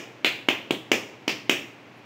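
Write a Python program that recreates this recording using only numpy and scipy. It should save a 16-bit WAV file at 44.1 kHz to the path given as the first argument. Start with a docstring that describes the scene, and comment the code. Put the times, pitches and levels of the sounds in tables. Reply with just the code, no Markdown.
"""Patting a cake of dough

A hand slaps a flat cake of dough lying on the other palm, six times, close to the microphone.
Each slap layers damped tones (thud, smack, trapped air) with short noise bursts (spray, crack, sizzle).
A dull echo stands for the steel bowl and counter below; shaped, decaying noise rings as a hard-walled
kitchen. Two slaps whistle, fingers brush once, and steady filtered noise and a faint hum lie beneath."""
import sys
import numpy as np
from scipy import signal
from scipy.fft import rfft, irfft
from scipy.io import wavfile
from scipy.ndimage import uniform_filter1d

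SR = 44100
rng = np.random.default_rng(int(sys.argv[2]) if len(sys.argv) > 2 else 0)


def to_wav(s):
    """Save 16-bit WAV."""
    ch = np.atleast_2d(s).T  # columns
    pcm = np.round(np.clip(ch, -1, 1) * 32767)  # PCM
    wavfile.write(sys.argv[1], SR, pcm.astype(np.int16))


N = 90404

# One slap per row, with relative levels: (time [s], thud level [dB], thud pitch [Hz], smack level [dB],
# air pocket level [dB], air pocket pitch [Hz], spray level [dB], spray centre [Hz],
# crack level [dB], sizzle level [dB], room level [dB])
SLAP_EVENTS = [ (0.2458, -13.5, 325, -9.5, -2, 2486, -16.5, 3430, -19, -36.5, 2.5),
               (0.4857, -8.5, 308, -1, -0.5, 2580, -30.5, 5500, -22, -36, -1),
               (0.7073, -7, 314, -6.5, -10.5, 2890, -36, 7800, -22.5, -39, -2),
               (0.9160, -6, 358, -3.5, -3, 2500, -21, 5800, -17, -33.5, 0),
               (1.278, -12.5, 310, -9.5, -7, 2553, -23, 4810, -22, -39, 1.5),
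               (1.4947, -8, 310, -8.5, -2, 2553, -24.5, 6350, -17.5, -31.5, 1)]
# Modes of the air pocket between palm and dough: (multiple of its pitch, level [dB], decay [s])
POCKET_MODES = [(0.802, -9.5, 0.00093), (0.998, -3, 0.00078), (1.152, -8.5, 0.00037)]
# Spectral shape of skin cracking onto dough: (frequency [Hz], relative density [dB per Hz])
CRACK_SPECTRUM = [(150, -33), (500, -10), (1300, 2.5), (2500, 14), (4200, -8), (7000, -2), (9000, -11),
                  (11500, -18), (15000, -30)]
# Colour of the kitchen ring: (frequency [Hz], relative level [dB])
ROOM_COLOUR = [(80, 5), (200, -1.5), (350, -1.5), (600, 4), (1300, -0.5), (2600, -2), (5000, 4),
               (9000, 0.5), (15000, 4)]
# Time the late kitchen ring takes to fall 60 dB: (frequency [Hz], time [s])
ROOM_DECAY = [(150, 0.88), (400, 0.73), (1000, 0.55), (2700, 0.5), (7000, .5), (15000, .44)]
# Spectral shape of the kitchen background: (frequency [Hz], relative density [dB per Hz])
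AIR_SPECTRUM = [(30, -32), (60, -50), (100, -5.5), (135, -2.5), (170, -8.5), (280, -1), (430, -8),
                (800, -8.5), (1500, -14.5), (2400, -11.5), (4000, -24.5), (6500, -32.5), (9500, -45.5),
                (15000, -44)]
# Fingers shifting on the dough, with a bell-shaped swell: (centre time [s], spread [s], level [dB])
FINGER_RUBS = [(1.978, 0.018, -75)]
# Air whistling out through a narrow gap in the dough: (time [s], pitch [Hz], level [dB])
GAP_WHISTLES = [(1.4985, 5600, -25), (0.7105, 3300, -18)]

AIR_DB, HUM_HZ, HUM_DB = -48.5, 120, -60.5
RUB_HZ, RUB_WIDTH_OCT = 11000, 0.47

# Kitchen: a cluster of wall reflections, an early wash and a late ring
WALLS_S, WALLS_DECAY_S, WALLS_DB = 0.012, 0.013, -10
EARLY_DB, EARLY_T60_S = -5, 0.28
ROOM_DB, ROOM_GAP_S, ROOM_BUILD_S = -7.5, 0.0017, 0.0056
BOWL_ECHO_S, BOWL_ECHO_DB, BOWL_TOP_HZ = 0.003096, -16.5, 1450

# Slap: the skin closes just after the dough begins to give
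CONTACT_LAG_S = 0.000634
THUD_RISE_S, THUD_DECAY_S, THUD_LOW_HZ = 0.00094, 0.0018, 202
SMACK_HZ, SMACK_DECAY_S = 1026, 0.0003
POCKET_RISE_S, POCKET_LAG_S = 0.00035, 0.000409
RUSH_DB, RUSH_DECAY_S, RUSH_WIDTH_OCT = -4, 0.0025, 0.27  # turbulent air around the pocket's pitch
SPRAY_RISE_S, SPRAY_DECAY_S, SPRAY_WIDTH_OCT = 0.00031, 0.0036, 0.29
CRACK_DECAY_S = 0.0044
SIZZLE_HZ, SIZZLE_WIDTH_OCT = 14100, 0.3  # moist skin at the very top
WHISTLE_RISE_S, WHISTLE_DECAY_S = 0.00074, 0.0031

LEAD_S = 0.3  # rendered ahead of the start, then trimmed
EARLIER_SLAP_S, EARLIER_SLAP_ROOM_DB = -0.1, -1  # its ring is still dying away at the start

PEAK_CEILING, LOW_CUT_HZ, TOP_HZ = 1.1, 75, 15700


def undb(db):
    """Decibels to gain."""
    return 10 ** (np.asarray(db) / 20)


def unit(x):
    """Scale to an rms of 1."""
    return x / np.sqrt(np.mean(x ** 2))


def lookup(table, hz):
    """Read a table of (frequency [Hz], value) on a log-frequency axis."""
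    table_hz, values = np.array(table, float).T
    return np.interp(np.log(np.maximum(hz, 1)), np.log(table_hz), values)


def bins(n):
    """Frequencies of the spectrum of n samples."""
    return np.arange(n // 2 + 1) * SR / n


def noise(n, gain):
    """Random-phase noise of rms 1 with the given gain at each frequency."""
    phase = 2 * np.pi * rng.random(len(gain))
    return unit(irfft(gain * np.exp(1j * phase), n))


def hump(n, hz, octaves):
    """Bell-shaped gain around a centre frequency."""
    distance_oct = np.log2(np.maximum(bins(n), 1) / hz)
    return np.exp(-0.5 * (distance_oct / octaves) ** 2)


def butter(x, hz, kind, order=2):
    """Plain low-pass or high-pass."""
    return signal.sosfilt(signal.butter(order, hz, kind, fs=SR, output="sos"), x)


def burst(t, rise, decay):
    """Envelope with a fast rise and an exponential decay."""
    t = np.maximum(t, 0)
    return (1 - np.exp(-t / rise)) * np.exp(-t / decay)


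def ring(t, hz, rise, decay):
    """One damped resonance."""
    return burst(t, rise, decay) * np.sin(2 * np.pi * hz * t)


def puff(t, rise, decay, gain):
    """A short burst of noise whose spectrum follows the given gains smoothly, without holes."""
    envelope = burst(t, rise, decay)
    x = noise(len(t), gain)
    # alternate between the wanted envelope in time and the wanted gains in frequency
    for _ in range(3):
        level_noise = np.cos(np.angle(signal.hilbert(x)))
        phase = np.angle(rfft(envelope * level_noise))
        x = irfft(gain * np.exp(1j * phase), len(t))
    return unit(x) * np.sqrt(np.mean(envelope ** 2))


def walk(rate):
    """Slow random drift of rms 1, from twice-smoothed random steps."""
    k = int(SR / rate)
    steps = np.repeat(rng.standard_normal(N)[:N // k + 1], k)
    smooth = uniform_filter1d(uniform_filter1d(steps, k), k)
    return unit(smooth[:N])


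def add(out, x, at_s):
    """Mix x into out from a given time."""
    i = max(int(round(at_s * SR)), 0)
    out[i:i + len(x)] += x[:max(len(out) - i, 0)]


def background():
    """Steady shaped noise and a low hum of constant level whose phase drifts."""
    air = undb(AIR_DB) * noise(N, undb(lookup(AIR_SPECTRUM, bins(N))))
    phase = 2 * np.pi * HUM_HZ * np.arange(N) / SR + 0.85 * walk(3.5)
    hum = undb(HUM_DB) * np.sqrt(2) * np.sin(phase)
    return air + hum


def kitchen(size=32768):
    """Room response, drawn anew as the hands move: near walls, an early wash and a longer ring."""
    t, hz = np.arange(size) / SR, bins(size)
    wash = rfft(noise(size, np.ones(len(hz)))) * undb(lookup(ROOM_COLOUR, hz))
    centres = np.geomspace(ROOM_DECAY[0][0], ROOM_DECAY[-1][0], 8)
    to_60db = np.log(1000)  # time constants in a 60 dB fall
    walls = undb(WALLS_DB) * unit(burst(t - WALLS_S, 1 / SR, WALLS_DECAY_S))
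    early = undb(EARLY_DB) * unit(burst(t - ROOM_GAP_S, ROOM_BUILD_S, EARLY_T60_S / to_60db))
    out = np.zeros(size)
    # overlapping bands, each with its own late decay
    for centre, share in zip(centres, np.eye(len(centres))):
        band = irfft(wash * lookup(list(zip(centres, share)), hz), size)
        late_decay = lookup(ROOM_DECAY, centre) / to_60db
        late = undb(ROOM_DB) * unit(burst(t - ROOM_GAP_S, ROOM_BUILD_S, late_decay))
        out += band * np.sqrt((walls ** 2 + early ** 2 + late ** 2) / size)
    return out


def fingers():
    """A faint brush of skin over dough: high noise under a bell-shaped swell."""
    t = np.arange(N) / SR
    swell = sum(undb(db) * np.exp(-0.5 * ((t - at) / spread) ** 2) for at, spread, db in FINGER_RUBS)
    return swell * noise(N, hump(N, RUB_HZ, RUB_WIDTH_OCT))


def whistle(hz, db, size=2048):
    """A few milliseconds of pitched air, prolonged by the room."""
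    dry = undb(db) * ring(np.arange(size) / SR, hz, WHISTLE_RISE_S, WHISTLE_DECAY_S)
    out = signal.fftconvolve(dry, kitchen())
    add(out, dry, 0)
    return out


def slap(thud_db, thud_hz, smack_db, pocket_db, pocket_hz, spray_db, spray_hz, crack_db, sizzle_db, size=2048):
    """The dough thuds, skin smacks and cracks, trapped air rings and sprays out through the gaps."""
    t = np.arange(size) / SR
    thud = butter(undb(thud_db) * ring(t, thud_hz, THUD_RISE_S, THUD_DECAY_S), THUD_LOW_HZ, "high")

    t = t - CONTACT_LAG_S
    smack = butter(undb(smack_db) * ring(t, SMACK_HZ, 1 / SR, SMACK_DECAY_S), thud_hz, "high")

    pocket_t = t - POCKET_LAG_S
    pocket = sum(undb(db) * ring(pocket_t, pocket_hz * multiple, POCKET_RISE_S, decay)
                 for multiple, db, decay in POCKET_MODES)
    rush_gain = hump(size, pocket_hz, RUSH_WIDTH_OCT)
    rush = undb(RUSH_DB) * puff(pocket_t, POCKET_RISE_S, RUSH_DECAY_S, rush_gain)

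    spray_gain = hump(size, spray_hz, SPRAY_WIDTH_OCT)
    spray = undb(spray_db) * puff(t, SPRAY_RISE_S, SPRAY_DECAY_S, spray_gain)
    crack_gain = undb(lookup(CRACK_SPECTRUM, bins(size)))
    crack = undb(crack_db) * puff(t, SPRAY_RISE_S, CRACK_DECAY_S, crack_gain)
    sizzle_gain = hump(size, SIZZLE_HZ, SIZZLE_WIDTH_OCT)
    sizzle = undb(sizzle_db) * puff(t, SPRAY_RISE_S, CRACK_DECAY_S, sizzle_gain)

    pocket_level = undb(pocket_db)
    return np.array([2 * thud, smack, 2 * pocket_level * pocket, pocket_level * rush, spray, crack, sizzle])


def heard(blow, room_db):
    """One slap at the microphone: direct, thrown back dully by the bowl, and ringing in the room."""
    parts = slap(*blow)
    dry = parts.sum(axis=0)
    # in the room the parts add in power, so none cancels another
    power_sum = np.linalg.norm(rfft(parts), axis=0)
    spread = irfft(power_sum * np.exp(1j * np.angle(rfft(dry))))
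    out = undb(room_db) * signal.fftconvolve(spread[:len(spread) // 2], kitchen())
    add(out, dry, 0)
    bowl_echo = undb(BOWL_ECHO_DB) * butter(dry, BOWL_TOP_HZ, "low", order=1)
    add(out, bowl_echo, BOWL_ECHO_S)
    return out


def patting():
    """All the slaps in turn, over the tail of an earlier one; some squeeze out a brief whistle."""
    out = np.zeros(N + int(LEAD_S * SR))
    for at, *blow, room_db in SLAP_EVENTS:
        add(out, heard(blow, room_db), LEAD_S + at)
    earlier_blow = SLAP_EVENTS[3][1:-1]  # struck like the fourth slap
    add(out, heard(earlier_blow, EARLIER_SLAP_ROOM_DB), LEAD_S + EARLIER_SLAP_S)
    for at, hz, db in GAP_WHISTLES:
        add(out, whistle(hz, db), LEAD_S + at)
    return out[-N:]


def scene():
    """Slaps, fingers and background in one channel."""
    return (patting() + fingers() + background())[None]


def record(dry):
    """The microphone rounds the highest peaks, thins the bass and cuts the top."""
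    rounded = PEAK_CEILING * np.tanh(dry / PEAK_CEILING)
    thin = butter(rounded, LOW_CUT_HZ, "high")
    top_cut = signal.ellip(10, 0.2, 70, TOP_HZ, fs=SR, output="sos")
    return signal.sosfilt(top_cut, thin)


dry = scene()
out = record(dry)
to_wav(out)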